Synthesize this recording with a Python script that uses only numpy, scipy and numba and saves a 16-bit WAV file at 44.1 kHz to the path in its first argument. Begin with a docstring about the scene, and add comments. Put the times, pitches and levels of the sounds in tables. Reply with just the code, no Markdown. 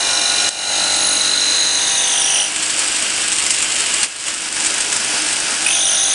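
"""First comes a buzzing rasp with a high squeal: a knife grinder's wheel rubs along a long steel blade.
The same grit comes round on every turn, which makes the buzz, and the wheel chatters, which makes the
squeal. The squeal sinks as the wheel nears the blade's springy end and runs off it. The motor head then
spins free with a hiss, a bright rattle and clacks, until the wheel bites again and the squeal climbs.
The workshop rumbles softly underneath."""
import sys
import numpy as np
from scipy import signal
from scipy.fft import rfft, irfft
from scipy.io import wavfile
from scipy.ndimage import uniform_filter1d, map_coordinates
from numba import njit

SR = 44100
rng = np.random.default_rng(int(sys.argv[2]) if len(sys.argv) > 2 else 0)


def store_wav(level_fs):
    """Save 16-bit WAV to argv[1]."""
    pcm = np.round(np.clip(np.atleast_2d(level_fs), -1, 1) * 32767)
    wavfile.write(sys.argv[1], SR, pcm.T.astype(np.int16))


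N = 270774
T = np.arange(N) / SR


def undb(db):
    """Turn decibels into a number to multiply by."""
    return 10 ** (np.asarray(db) / 20)


def unit(x):
    """Scale a signal to an average strength (rms) of 1."""
    return x / np.sqrt(np.mean(x ** 2))


def steady(x, samples):
    """Hold a signal's strength near 1, averaging over this many samples."""
    return x / np.sqrt(uniform_filter1d(x ** 2, size=samples) + 1e-12)


def curve(table):
    """Join (seconds, value) rows with straight lines."""
    return np.interp(T, *np.transpose(table))


def wander(per_s):
    """A smooth random wobble, about 1 in size."""
    hold = int(SR / per_s)
    steps = np.repeat(rng.standard_normal(N // hold + 1), hold)
    return unit(uniform_filter1d(uniform_filter1d(steps, hold), hold)[:N])


def bump(turns, place, width):
    """A smooth push at one place in every turn."""
    return np.exp(-.5 * (((turns - place + .5) % 1 - .5) / width) ** 2)


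def colour(x, points, size=4096):
    """Shape a sound's bass and treble to follow (Hz, dB) points."""
    hz, db = np.transpose(points)
    bins_hz = np.arange(size // 2 + 1) * SR / size
    gain = undb(np.interp(np.log(bins_hz + 1), np.log(hz), db))
    # fold the filter so that it never sounds ahead of its input
    cepstrum = irfft(np.log(gain))
    cepstrum[1:size // 2] *= 2
    cepstrum[size // 2 + 1:] = 0
    response = irfft(np.exp(rfft(cepstrum)))
    return unit(signal.fftconvolve(x, response)[:N])


def resonance(x, hz, width):
    """Ring at one pitch; a smaller width rings longer."""
    return signal.lfilter(*signal.iirpeak(hz, hz / width, fs=SR), x)


def ring(x, modes):
    """Shake an object that rings at several pitches."""
    return unit(sum(undb(db) * resonance(x, hz, width) for hz, width, db in modes))


@njit
def moving_resonance(x, hz, width):
    """Let through only a narrow band around a moving pitch."""
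    out, band, low = np.empty(len(x)), 0., 0.
    for i in range(len(x)):
        tune = np.tan(np.pi * hz[i] / SR)
        damping = np.pi * width / SR * (1 + tune * tune) / tune
        swing = (band + tune * (x[i] - low)) / (1 + tune * (tune + damping))
        band, low = 2 * swing - band, low + 2 * tune * swing
        out[i] = damping * swing
    return out


# The tone of the room's rumble. Each row: pitch in Hz, level in dB.
RUMBLE_TONE = [(10, -5), (25, 1), (60, -1), (120, 0), (220, -1), (500, -18), (2000, -26)]

def room_rumble(level_db=-47.5):
    """The low, even noise of the workshop."""
    return colour(rng.standard_normal(N), RUMBLE_TONE) * undb(level_db)


def room_echo(x, fade_s, echo_db, size=26000):
    """Concrete walls and floor add a blur of echoes that falls 60 dB in fade_s."""
    tail = rng.standard_normal(size) * undb(-60 * T[:size] / fade_s) * (T[:size] > .005)
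    return x + undb(echo_db) * signal.fftconvolve(x, tail / np.linalg.norm(tail))[:N]


# Brief drops in loudness. Each row: start in seconds, depth in dB, then fall, hold and rise in seconds.
DIPS = [(0.4912, 10.5, .002, .005, .26), (2.41, 3, 0.086, 0.075, 0.034), (4.044, 9.5, .035, 0.096, 0.18),
        (4.287, 4.5, 0.044, .18, 0.065)]

def dips_db():
    """The whole sound drops, stays low for a moment and swells back."""
    return -sum(db * np.interp(T, start + np.cumsum([0, fall, hold, rise]), [0, 1, 1, 0])
                for start, db, fall, hold, rise in DIPS)


# The path of the motor head. Each row: time in seconds, place in blade lengths.
TRAVEL = [(0, 0), (2.45, 1), (4.05, 1.65), (5.66, 1), (6.14, .8)]

def wheel_place():
    """Where the wheel is along the blade; above 1 it is past the end."""
    return curve(TRAVEL)


# The wheel's passes, out and back. "Give" is how much the steel yields, from 0 to 1.
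# Each row: start and end in seconds, give at the tip, its reach in blade lengths,
# growl in dB, rasp in dB, treble lift of the squeals in dB per octave.
PASSES = [(-.2, 2.42, 1.0, .14, -32.5, -20.5, 0), (5.655, 6.5, .56, .24, -35, -24, 3)]

def contact(late_s=0, meet_s=.063, leave_s=.12):
    """How the wheel meets the steel: touch (0 to 1), give, and this pass's three dB settings."""
    rows = np.array(PASSES)
    current = rows[np.searchsorted(rows[1:, 0], T)]
    start, end, tip_give, reach, growl_db, rasp_db, bright_db = current.T
    touch = np.clip(np.minimum((T - start) / meet_s, 1 - (T - end - late_s) / leave_s), 0, 1)
    from_tip = np.maximum(1 - wheel_place(), 0)
    give = tip_give / (1 + (from_tip / reach) ** 2.6)
    return touch, give, growl_db, rasp_db, bright_db


# The whirr's tone at the machine's side and at its open end. Each row: pitch in Hz, level in dB.
SIDE_WHIRR = [(60, -33), (160, -13.5), (300, -12.5), (420, -8), (800, -5), (1180, -4.5), (1480, -1),
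              (1850, -1), (2850, 6.5), (3700, -1), (5200, 2), (6300, -0.5), (8000, 4.5), (9200, -4),
              (10300, -2.5), (11000, -9)]
END_WHIRR = [(60, -25), (160, -11.5), (300, -5.5), (480, -6), (820, -2.5), (1200, -4.5), (1450, 4),
             (1950, 0), (2650, 3), (4100, -1), (4950, 4), (6000, 2.5), (7900, -1), (9200, 2.5),
             (10300, -3.5), (11000, -14)]
# The blend of those two tones. Each row: time in seconds, share of the open end from 0 to 1.
END_SHARE = [(0, 0.9), (3.9, 0.024), (4.7, 0.8), (6.14, 1)]
# How the motor's housing rings. Each row: pitch in Hz, width in Hz, level in dB.
HOUSING_MODES = [(314, 32, -1.5), (1651, 43, 2.5), (2640, 34, -0.5), (2930, 230, -0.5), (7700, 90, 3.5),
                 (8170, 64, -11), (8840, 60, 6), (10100, 65, -16)]

def motor_whirr(level_db=-19.5, grinding_db=-3, bass_db=2.66, treble_db=-1.33):
    """The motor whirrs through its housing, a little softer while the wheel grinds."""
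    air = rng.standard_normal(N) * undb(wander(24.97))
    share = curve(END_SHARE)
    rush = (1 - share) * colour(air, SIDE_WHIRR) + share * colour(air, END_WHIRR)
    whirr = unit(rush + undb(-9.5) * ring(rng.standard_normal(N), HOUSING_MODES))
    bass = signal.sosfilt(signal.butter(1, 1500, fs=SR, output="sos"), whirr)
    whirr = bass * undb(bass_db) + (whirr - bass) * undb(treble_db)
    touch = contact()[0]
    return whirr * undb(level_db + grinding_db * touch)


def looseness_db(tip_db=-24, steadied_db=-6, db_per_length=6, return_db=-1, turns_back_s=4.05):
    """The rattle's level: steel steadies the wheel, and the head shakes more the further it overhangs."""
    touch = contact(late_s=.11)[0]  # it takes a moment to shake loose
    overhang = np.maximum(wheel_place() - 1, 0)
    return tip_db + steadied_db * touch + db_per_length * overhang + return_db * (T > turns_back_s)


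# The bright tone of loose parts. Each row: pitch in Hz, level in dB.
RATTLE_TONE = [(500, -14), (1400, -8), (2800, 0.5), (4000, -2.5), (6200, -1.5), (7100, 4), (8000, 6.5),
               (8900, 5.5), (9600, -2), (11000, -20)]

def rattle(turns, shaft_hz=27.4, ticks_per_s=1500, tick_s=.0006):
    """Loose parts tick, hardest when the wheel and a slower shaft line up."""
    shake = .29 + bump(turns, .19, .067) + 1.2 * bump(turns, .47, .066)
    shake *= 1 + .45 * np.cos(2 * np.pi * shaft_hz * T)
    ticks = (rng.random(N) < ticks_per_s / SR) * shake * undb(1.5 * wander(12))
    # each tick becomes a tiny burst of noise
    energy = signal.lfilter([1], [1, -np.exp(-1 / (tick_s * SR))], ticks ** 2)
    return colour(np.sqrt(energy) * rng.standard_normal(N), RATTLE_TONE) * undb(looseness_db())


def chance_clacks(turns, chance=.16, over_rattle_db=4, spread_db=2.5, dull_db=-9):
    """On some turns a loose part strikes half way round; gives rows like those of LOUD_CLACKS."""
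    halfway = np.flatnonzero(np.diff(np.floor(turns - .5)))
    levels = looseness_db()[halfway] + over_rattle_db + spread_db * rng.standard_normal(len(halfway))
    strikes = rng.random(len(halfway)) < chance
    return [(start, db, dull_db) for start, db in zip(T[halfway][strikes], levels[strikes])]


# The loudest knocks. Each row: start in seconds, level in dB, dull part against bright part in dB.
LOUD_CLACKS = [(0.4887, -10, -9), (2.56, -9.5, -19), (2.625, -11, -20), (2.791, -11, -15),
               (2.962, -13, -19), (3.023, -13, -18), (3.326, -10.5, -14), (3.465, -16, -1),
               (3.505, -9.5, -11), (3.624, -9.5, -17), (4.011, -19, -3), (4.03, -6, -21), (4.268, -19, -9),
               (4.281, -12, -16), (4.66, -14.5, -7), (4.804, -11, -12), (4.926, -18, 3), (4.962, -18, 1)]

def clacks(turns, rise_s=.00055, decay_s=.0087, size=3000):
    """Steel knocks on steel: a short bright burst with a duller body."""
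    bright, dull = np.zeros(N + size), np.zeros(N + size)
    shape = np.exp(-T[:size] / decay_s) * (1 - np.exp(-T[:size] / rise_s))
    for start, db, dull_db in list(LOUD_CLACKS) + chance_clacks(turns):
        i = int(start * SR)
        bright[i:i + size] += undb(db) * shape
        dull[i:i + size] += undb(db + dull_db) * shape
    snap = bright[:N] * colour(rng.standard_normal(N), RATTLE_TONE)
    body = dull[:N] * colour(rng.standard_normal(N), RASP_TONE)
    return snap + body


# Short squeaks of the wheel. Each row: start in seconds, length in seconds, level in dB.
SQUEAKS = [(.098, .012, -23), (.139, .022, -22), (.389, .028, -23), (1.405, .014, -22)]

def squeaks(hz=5540, flutter_hz=90):
    """Now and then a grain catches and sings for a moment."""
    swell = sum(undb(db) * np.exp(-(2 * (T - start) / length - 1) ** 2) for start, length, db in SQUEAKS)
    pitch = hz + flutter_hz * wander(450)
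    return swell * unit(np.sin(2 * np.pi * np.cumsum(pitch) / SR))


# How the blade's free end rings. Each row: pitch in Hz, width in Hz, level in dB.
TIP_MODES = [(2540, 51, 6), (2670, 52, -15), (2846, 64, -17), (3480, 85, -12), (9200, 33, 3), (9800, 66, 0)]

def bites(start_s=5.662, gap_s=.0208, rise_s=.0037, count=6, level_db=-9):
    """The returning wheel hits the blade's end about once a turn, each blow weaker than the last."""
    ages = (np.maximum(T - start_s - k * gap_s, 0) / rise_s for k in range(count))
    blows = sum(age * np.exp(1 - age) / (k + 1) ** .76 for k, age in enumerate(ages))
    return undb(level_db) * blows * steady(ring(rng.standard_normal(N), TIP_MODES), 400)


def grit(turns, wear_s, fresh_db, size=900):
    """The same grains pass every turn; they wear into new ones, and some break off at random."""
    age = T / wear_s
    faces = irfft(np.exp(2j * np.pi * rng.random((256, size // 2 + 1))))  # each row is a rough wheel face
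    place = (turns % 1) * size
    old, new = (map_coordinates(faces, [np.floor(age) + k, place], order=1, mode="grid-wrap")
                for k in (0, 1))
    worn = (age % 1) * np.pi / 2
    return unit(old * np.cos(worn) + new * np.sin(worn)) + undb(fresh_db) * rng.standard_normal(N)


# Raised patches on the wheel. Each row: place in the turn from 0 to 1, width in turns, push in dB.
HIGH_PATCHES = [(.31, .06, -2), (.47, .07, 0), (.69, .06, -7)]

def pressure(turns):
    """The raised patches press on the steel one after another."""
    return unit(sum(undb(db) * bump(turns, place, width) for place, width, db in HIGH_PATCHES) + .13)


def spots_db(spots):
    """The level swells and sinks as the wheel passes lively and dead stretches of the blade."""
    place = wheel_place()
    return sum(db * np.exp(-.5 * ((place - at) / reach) ** 2) for at, reach, db in spots)


def ring_along(x, modes, reach=.19, floor_db=-10, step=100):
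    """Each pitch of a part rings most when the wheel passes its liveliest place."""
    place = wheel_place()[::step]
    out = 0
    for hz, width, db, best in modes:
        share = undb(floor_db) + np.exp(-.5 * ((place - best) / reach) ** 2)
        out = out + undb(db) * np.repeat(share, step)[:N] * resonance(x, hz, width)
    return steady(out, 30000)


# How the machine's bed (its base) rings.
# Each row: pitch in Hz, width in Hz, level in dB, liveliest place in blade lengths.
BED_MODES = [(191, 15, -12, 0.4), (291, 4.7, -5.5, 0.43), (379, 51, -8.5, 0.13), (492, 13, -7, 0.68),
             (633, 30, -1, 0.2), (708, 110, 2.5, 0.092), (770, 60, -6, 0.72), (835, 73, 1, 0.15),
             (977, 73, -6.5, 0.086), (1140, 190, -13, 0.69), (1320, 150, -9.5, 0.46)]
# Where the growl swells. Each row: place and reach in blade lengths, lift in dB.
GROWL_SPOTS = [(.02, 0.052, 4.5), (.32, 0.11, 4.8)]

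def bed_growl(turns):
    """Grit shakes the machine's bed, with one stronger shove every turn."""
    shake = grit(turns, wear_s=.894, fresh_db=-8.5) * (.45 + bump(turns, .79, .061))
    return ring_along(shake, BED_MODES) * undb(spots_db(GROWL_SPOTS))


# The tone of scraped steel. Each row: pitch in Hz, level in dB.
RASP_TONE = [(300, -13.5), (900, -3.5), (1400, -7), (2000, 2), (2300, -6.5), (2700, -0.5), (3200, -10.5),
             (4500, 0.5), (6500, -1), (7400, -3), (8700, 0), (9500, -10), (10300, -4), (11000, -17)]
# How the blade's clamp rings.
# Each row: pitch in Hz, width in Hz, level in dB, liveliest place in blade lengths.
CLAMP_MODES = [(1380, 29, -1, 0.51), (1460, 51, -0.5, 0.059), (2000, 150, -7, 0.69), (2410, 12, 3, .05),
               (2870, 35, 6.5, 0.23), (2910, 47, 3.5, 0.84), (3800, 10, -20.5, 1), (4037, 44, 11.5, 0.65),
               (5430, 56, 2, 0.11), (5940, 40, 10, 1), (6100, 170, -7, .05), (8100, 170, 2, 0.99),
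               (9370, 44, 11, 0.98)]

def rasp(turns, scrape):
    """Grit scratches the blade and rings the clamp that holds it."""
    rubbed = scrape * (1 + .41 * pressure(turns))
    return unit(colour(rubbed, RASP_TONE) + undb(1.5) * ring_along(rubbed, CLAMP_MODES))


# How the blade rings, wherever it is touched. Each row: pitch in Hz, width in Hz, level in dB.
BLADE_MODES = [(2660, 50, -4), (2790, 60, -3), (2910, 60, -3), (3030, 50, -4), (3187, 60, 0), (3381, 50, 0),
               (3455, 50, -1), (3615, 45, -1), (3690, 35, 6), (3828, 40, 0), (3945, 40, -4), (4062, 60, -1),
               (5534, 60, -4), (5775, 45, 0), (5845, 45, 4), (6090, 40, -5), (6223, 50, 3), (6440, 70, -2),
               (6565, 70, 0), (6750, 90, -5), (9225, 45, 3), (9325, 45, 1), (9595, 55, 0), (9745, 70, -1),
               (9830, 60, -4)]
# The low, middle and high squeal.
# Each row: pitch on firm steel in Hz, drop at full give in Hz, level in dB, lift at full give in dB.
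SQUEALS = [(4008, 1050, -23, .5), (6556, 720, -28.5, 7), (9713, 450, -33.5, 11.5)]
# Where each squeal swells or sinks, one list each. Each row: place and reach in blade lengths, lift in dB.
SQUEAL_SPOTS = [
    [(.6, 0.078, 2.5), (.75, 0.028, -2), (.9, 0.028, 1)],
    [(.46, 0.037, 5), (.72, 0.14, 6.5)],
    [(.45, .05, 10.5), (.77, .09, 2)],
]

def squeal(turns, scrape, which, width_hz, swing_hz, flutter_hz, pure_db, direct_db, lag_turns):
    """The wheel chatters and rings the blade; pressing raises the pitch, yielding steel lowers it."""
    _, give, _, _, bright_db = contact()
    firm_hz, drop_hz, firm_db, lift_db = SQUEALS[which]
    hz = firm_hz - drop_hz * give
    octaves_up = np.log2(firm_hz / SQUEALS[0][0])
    db = firm_db + lift_db * give + spots_db(SQUEAL_SPOTS[which]) + bright_db * octaves_up
    push = pressure(turns - lag_turns)
    loose = np.minimum(give / .4, 1)  # the pitch flutters near the free end
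    pitch = hz + swing_hz * (push - 1.4) + flutter_hz * loose * wander(800)
    rough = unit(moving_resonance(push * scrape, pitch, float(width_hz)))
    pure = push * np.sin(2 * np.pi * np.cumsum(pitch) / SR)
    chatter = rough + undb(pure_db) * pure
    near_modes = [mode for mode in BLADE_MODES if hz.min() - 500 < mode[0] < hz.max() + 500]
    tone = ring(chatter, near_modes) + undb(direct_db) * unit(chatter)
    # chatter feeds itself and settles at an even strength over a few turns
    return steady(tone, 2000) * undb(db + wander(25))


def grinding(turns):
    """While the wheel touches the steel, its grit makes a growl, a rasp and three squeals."""
    touch, give, growl_db, rasp_db, _ = contact()
    growl = bed_growl(turns) * undb(growl_db)
    scrape = grit(turns, wear_s=.595, fresh_db=-6)
    scratch = rasp(turns, scrape) * undb(rasp_db - 2.5 * give)  # yielding steel rasps less
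    low = squeal(turns, scrape, which=0, width_hz=220, swing_hz=135, flutter_hz=210,
                 pure_db=1, direct_db=-3, lag_turns=0)
    middle = squeal(turns, scrape, which=1, width_hz=180, swing_hz=50, flutter_hz=221.8,
                    pure_db=-1.5, direct_db=-19, lag_turns=.365)
    high = squeal(turns, scrape, which=2, width_hz=24, swing_hz=27.2, flutter_hz=168,
                  pure_db=-3, direct_db=-40, lag_turns=.092)
    return touch * (growl + scratch + low + middle + high)


# The wheel's speed, lower while it grinds. Each row: time in seconds, turns per second.
WHEEL_SPEED = [(0, 48.04), (1.2, 48.36), (2, 48.88), (2.3, 49.2), (2.6, 49.9), (5.66, 49.95), (5.9, 48.9),
               (6.2, 48.5)]

def scene():
    """One spinning wheel drives the grinding and the rattle, over the rumble of the room."""
    turns = np.cumsum(curve(WHEEL_SPEED)) / SR
    machine = grinding(turns) + squeaks() + bites() + motor_whirr() + rattle(turns) + clacks(turns)
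    mix = room_echo(machine, fade_s=.14, echo_db=-10) + room_rumble()
    return (mix * undb(dips_db()))[None]


def record(dry):
    """The microphone rounds off the loudest peaks and cuts the treble above 11100 Hz."""
    rounded = np.tanh(1.036 * dry) / 1.068
    return signal.sosfilt(signal.ellip(12, .1, 80, 11100, fs=SR, output="sos"), rounded)


dry = scene()
out = record(dry)
store_wav(out)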